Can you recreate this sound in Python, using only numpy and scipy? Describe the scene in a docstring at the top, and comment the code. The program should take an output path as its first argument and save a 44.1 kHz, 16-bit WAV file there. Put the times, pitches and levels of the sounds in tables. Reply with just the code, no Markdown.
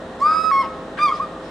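"""Faint wind and a steady distant hum are there from the start. An eagle in a tree gives a rising,
rasping cry, a whistle coloured by its throat, that breaks to a lower note. Branches scatter each call,
a stand of trees echoes it and the woodland rings on. Then come a falling yelp and two soft after-notes,
with a faint chirp and the yelp's hissy echo between them. Near the end: a chirp and a soft rustle."""
import sys
import numpy as np
from scipy import signal
from scipy.fft import rfft, irfft, next_fast_len
from scipy.io import wavfile
from scipy.ndimage import uniform_filter1d, map_coordinates

SR = 44100
rng = np.random.default_rng(int(sys.argv[2]) if len(sys.argv) > 2 else 0)


def dump(signal):
    """Clip the signal to [-1, 1] and save it as 16-bit WAV at the path in sys.argv[1]."""
    limited = np.clip(np.atleast_2d(signal).T, -1, 1)
    pcm = np.round(limited * 32767).astype(np.int16)
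    wavfile.write(sys.argv[1], SR, pcm)


N = 66150
TIME = np.arange(N) / SR

# how the throat colours the yelp and after-notes (frequency [Hz], gain [dB])
YELP_THROAT = [(2100, 5), (3600, -5), (4800, -6), (6000, -17.5), (7200, -27.5), (9600, -27.5), (10500, -35),
               (12000, -56)]


def amp(db):
    """Turns decibels into a gain."""
    return 10 ** (np.asarray(db) / 20)


def along(points, hz):
    """Reads between (frequency, value) points on a log scale."""
    known_hz, values = np.transpose(points)
    return np.interp(np.log(hz + 1), np.log(known_hz + 1), values)


def curves(rows):
    """One value per sample for each column after the time."""
    times, *columns = np.transpose(rows)
    return [np.interp(TIME, times, column) for column in columns]


def wobble(rate):
    """A smooth random curve through `rate` points a second."""
    return map_coordinates(rng.standard_normal(int(N * rate / SR) + 4), [TIME * rate])


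def turn(hz):
    """The running phase of a changing pitch."""
    return 2 * np.pi * np.cumsum(hz) / SR


def filtered(x, response):
    """Multiplies each frequency in x by response(hz)."""
    size = next_fast_len(N + SR // 2)
    return irfft(rfft(x, size) * response(np.fft.rfftfreq(size, 1 / SR)), size)[..., :N]


def noise(colour):
    """Stereo noise of average strength 1, nearly the same on both sides in the bass."""
    # (frequency [Hz], left-right likeness [0-1])
    likeness = [(100, 1), (500, 0.99), (1000, 0.89), (3000, 0.24), (10000, 0.59)]

    def response(hz):
        angle = np.arccos(np.clip(along(likeness, hz), -1, 1)) / 2
        return amp(along(colour, hz)) * [np.cos(angle), np.sin(angle)]
    mid, side = filtered(rng.standard_normal((2, N)), response)
    stereo = np.array([mid + side, mid - side])
    return stereo / np.sqrt(np.mean(stereo ** 2))


def swell(at, half_width, db):
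    """A bell-shaped rise and fall in loudness."""
    return amp(db) * np.exp(-((TIME - at) / half_width) ** 2)


def wind(level_db=-35.5):
    """Faint wind: a low, almost even rush of noise."""
    # (frequency [Hz], relative level [dB])
    colour = [(35, -37.5), (70, -11.5), (110, -14.5), (200, -7), (650, -9), (1800, -19), (2200, -29),
              (3900, -27), (4600, -36), (8500, -42), (11000, -53), (13000, -69.5)]
    return amp(level_db + 0.25 * wobble(8.3)) * noise(colour)


def hum(mains_hz=49.5, mains_db=-53):
    """Slightly unsteady tones, like a far-off motor, over a low mains tone."""
    # (pitch [Hz], level [dB])
    tones = [(176, -50.5), (247, -49), (318, -46.5), (410, -48.5), (522, -41.5), (647, -45), (1868, -54.5)]
    motor = sum(amp(db + 0.8 * wobble(8)) * np.sin(turn(hz + 3 * wobble(14))) for hz, db in tones)
    mains = amp(mains_db) * np.sin(2 * np.pi * mains_hz * TIME)
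    return np.sqrt(2) * (motor + mains)


def note(rows, throat, hiss_db, flicker_db, rasp=0, fade_s=0.0054, quaver_hz=95):
    """One eagle note in two stereo parts: a whistle, and its overtones with hiss."""
    # a second, slower vibration makes the rasp (time [s], rate [Hz], relative depth)
    vibration = [(.24, 290, 0.018), (.272, 299, 0.17), (.33, 303.7, 0.23), (.41, 273.6, 0.049),
                 (.51, 239, 0.05)]
    # the voice turns rough where it strains or gives way (time [s], roughness [0-1])
    strain = [(.205, .7), (.235, .08), (.31, .62), (.42, .3), (.45, .06), (.61, .06), (.635, .6),
              (1.01, .08), (1.06, .1), (1.095, 1), (1.2, .4)]
    # extra colour while the beak is still opening (frequency [Hz], relative gain [dB])
    beak = [(4000, -6), (5400, -1.5), (6900, 11.5), (9500, -4)]
    # hiss in the voice (frequency [Hz], relative level [dB])
    hiss = [(1000, -29), (2000, 1.5), (3000, -16), (5100, 1), (5900, -16.5), (8500, -6), (11000, -30.5),
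            (12500, -50)]
    hz, whistle_db, overtone_db = curves(rows)
    hz = uniform_filter1d(hz, size=200)
    inside_s = np.minimum(TIME - rows[0][0], rows[-1][0] - TIME)
    fade = np.sin(np.pi / 2 * np.clip(inside_s / fade_s + 1, 0, 1)) ** 2

    rasp_hz, depth = curves(vibration)
    rasp_phase = turn(rasp_hz * (1 + 0.057 * wobble(120)))
    flutter = rasp * depth * np.sin(rasp_phase)
    swing = 2 * np.pi * 0.22 * rasp * depth * np.cos(rasp_phase)
    rough, = curves(strain)
    quaver = 1 + .4 * rough * np.sin(turn(quaver_hz * (1 + .2 * wobble(60))))
    phase = turn(hz * (1 + .015 * rough ** 2 * wobble(700)))  # the pitch jitters
    side_shift = np.array([[.16], [-.16]])  # the left is slightly ahead
    whistle = np.sqrt(2) * np.sin(phase + side_shift) * (1 + flutter)

    multiples = np.arange(2, 14)[:, None]
    beak_closed = np.clip((0.244 - TIME) / 0.0094, 0, 1)
    weights = amp(beak_closed * along(beak, multiples * hz))
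    weights /= np.linalg.norm(weights * amp(along(throat, multiples * hz)), axis=0)
    weights *= amp(flicker_db * np.array([wobble(74.76) for _ in multiples]))  # each wavers alone
    tones = weights * np.sin(multiples * (phase + swing))
    buzz = np.sqrt(2) * tones.sum(0) * (1 + 1.7 * flutter)
    overtones = filtered(buzz, lambda f: amp(along(throat, f))) + amp(hiss_db) * noise(hiss)
    return fade * quaver * np.array([amp(whistle_db) * whistle, amp(overtone_db) * overtones])


def cry():
    """The opening cry rises, rasping as a slower vibration shakes the voice."""
    # (time [s], pitch [Hz], whistle level [dB], overtone level [dB])
    rows = [(.202, 1025, -36, -47), (.224, 1123, -14, -47), (.245, 1185, -16, -44),
            (.266, 1206, -11.5, -39.5), (.28, 1247, -16, -41), (.333, 1267, -15.5, -40),
            (.34, 1269, -24, -38), (.346, 1270, -15.5, -40.5), (.394, 1281, -23.5, -37.5),
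            (.414, 1285, -20.5, -37), (.434, 1286, -32.5, -38.5), (.443, 1282, -19.5, -37),
            (.511, 1280, -20, -41)]
    # throat colour (frequency [Hz], gain [dB])
    throat = [(2200, 2.5), (2600, -2.5), (3300, -9.5), (4400, -5.5), (4850, 1), (5150, 0.5), (5900, -21.5),
              (7700, -21.5), (8600, -20), (10000, -32.5), (10700, -19), (13000, -45.5)]
    return note(rows, throat, hiss_db=-12.5, flicker_db=1.232, rasp=0.89)


def low_note():
    """The voice breaks to a lower note that sinks away."""
    # (time [s], pitch [Hz], whistle level [dB], overtone level [dB])
    rows = [(.508, 1130, -27.5, -44), (.517, 1132, -12.5, -42.5), (.523, 1096, -15.5, -33.5),
            (.6, 1086, -16, -34.5), (.621, 1064, -20.5, -33), (.635, 964, -30, -45),
            (.666, 814, -41.5, -49.5)]
    # throat colour (frequency [Hz], gain [dB])
    throat = [(1700, -14), (2200, -0.5), (3300, -15.5), (4400, -16.5), (5400, -12.5), (6300, -41.5),
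              (8600, -34), (10900, -36.5), (12000, -46), (15000, -62.5)]
    return note(rows, throat, hiss_db=-17.5, flicker_db=1.098)


def catches():
    """Hoarse puffs of noise where the voice breaks or starts."""
    # (time [s], half width [s], level [dB])
    puffs = [(.514, 0.0025, -32), (.634, 0.012, -39.5), (.987, 0.013, -30)]
    # (frequency [Hz], relative level [dB])
    colour = [(900, -37.5), (1600, 8), (1900, -3), (3000, -8), (6000, -30.5), (10500, -35), (12500, -72.5)]
    return noise(colour) * sum(swell(*puff) for puff in puffs)


def branches(overtones, count=12, spread_s=.03):
    """Nearby branches scatter only short waves, sending back quick copies of the overtones."""
    bounces = np.zeros((2, SR // 4))
    for when, size, lag in rng.random((count, 3)):
        at = int((.002 + when * spread_s) * SR)
        bounces[0, at] += size - .5
        bounces[1, at + int(lag * 4)] += size - .5
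    return signal.fftconvolve(overtones, bounces / np.linalg.norm(bounces[0]), axes=1)[:, :N]


def tree_echo(whistle, scattered, delay_s=.125):
    """A stand of trees sends back one faint, late copy."""
    reflected = amp(-25) * whistle + amp(-33.5) * scattered
    return filtered(reflected, lambda hz: np.exp(-2j * np.pi * hz * delay_s))


def woodland(voice, width=0.38):
    """Echoes from many trees blur into a ringing tail; the treble dies first."""
    # (frequency [Hz], time to fade by 60 dB [s])
    ring_times = [(500, 0.47), (1200, 1.0), (2100, 0.67), (5000, 0.81), (11000, 0.18)]
    hz, t, spectrum = signal.stft(rng.standard_normal((2, SR)), SR, nperseg=256)
    decay = amp(-60 * t / along(ring_times, hz)[:, None])
    mid, side = signal.istft(spectrum * decay, SR, nperseg=256)[1]
    tail = np.array([mid + width * side, mid - width * side])
    delayed = np.pad(voice, (800, 0))[None]
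    return signal.fftconvolve(delayed, tail / np.linalg.norm(tail[0]), axes=1)[:, :N]


def yelp():
    """A short falling call whose overtones flicker strongly."""
    # (time [s], pitch [Hz], whistle level [dB], overtone level [dB])
    rows = [(.992, 1163, -24, -35), (1.02, 1206, -18, -33), (1.033, 1205, -12.5, -27),
            (1.048, 1210, -14, -35), (1.061, 1189, -13.5, -27), (1.074, 1130, -19.5, -37.5),
            (1.091, 1094, -18.5, -33.5), (1.11, 1046, -24, -45.5)]
    return note(rows, YELP_THROAT, hiss_db=-19, flicker_db=4.256)


def after_notes():
    """Two soft, brief notes with weak overtones."""
    # one list per note (time [s], pitch [Hz], whistle level [dB], overtone level [dB])
    notes = [
        [(1.115, 1290, -27.5, -56.5), (1.127, 1207, -14, -51.5), (1.133, 1240, -31, -53),
         (1.144, 1188, -24.5, -54)],
        [(1.2, 1079, -20.5, -62), (1.207, 1104, -16.5, -56), (1.213, 1179, -26.5, -63), (1.226, 1250, -24, -47),
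         (1.254, 1181, -28, -57)],
    ]
    return sum(note(rows, YELP_THROAT, hiss_db=-7, flicker_db=2.24) for rows in notes)


def chirps(rise_hz_per_s=5800, waver_hz=70.7):
    """Thin rising peeps, perhaps a small bird far off."""
    # (time [s], half width [s], pitch [Hz], level [dB])
    peeps = [(1.155, .022, 5050, -52), (1.466, .03, 5300, -58.5)]
    sound = np.zeros(N)
    for at, half_width, hz, db in peeps:
        pitch = hz + rise_hz_per_s * (TIME - at) + waver_hz * wobble(250)
        sound += np.sqrt(2) * swell(at, half_width, db) * np.sin(turn(pitch))
    return sound


def hissy_echo_and_rustle():
    """A faint, bright, hissy echo just after the yelp, and a soft rustle near the end."""
    # swells of noise (time [s], half width [s], level [dB])
    puffs = [(1.162, 0.048, -44.5), (1.47, 0.062, -52.5)]
    # (frequency [Hz], relative level [dB])
    colour = [(900, -15.5), (2100, 2), (5200, -4.5), (8500, -18.5), (10500, -18), (12500, -51)]
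    return noise(colour) * sum(swell(*puff) for puff in puffs)


def scene():
    """The eagle and its echoes over the quiet sounds of the wood."""
    # the whistle wanders from side to side (time [s], left minus right [dB])
    whistle_pan = [(.2, -2.5), (.29, 4), (.33, -0.5), (.375, -14.5), (.42, -21.5), (.445, -7.5),
                   (.498, -23), (.515, -0.5)]
    # the highest overtones lean right (frequency [Hz], left minus right [dB])
    overtone_pan = [(2300, 1), (5000, -0.5), (8000, -5), (12000, -9)]
    whistle, overtones = cry() + low_note() + yelp() + after_notes()
    overtones += catches()
    left_ratio = amp(curves(whistle_pan)[0])
    pan = 2 * np.array([left_ratio, np.ones(N)]) / (1 + left_ratio)
    scattered = branches(overtones)
    treble = overtones + amp(-7) * scattered
    treble = filtered(treble, lambda hz: amp(along(overtone_pan, hz) * np.array([[.5], [-.5]])))
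    to_trees = whistle * pan.max(0) ** 1.86  # stays strong for the trees while one side fades
    echoes = tree_echo(to_trees, scattered) + amp(-18.5) * woodland((to_trees + overtones).mean(0))
    return whistle * pan + treble + echoes + hum() + wind() + hissy_echo_and_rustle() + chirps()


def record(dry, top_hz=15700):
    """Cuts away the very highest treble."""
    return filtered(dry, lambda hz: hz < top_hz)


dry = scene()
out = record(dry)
dump(out)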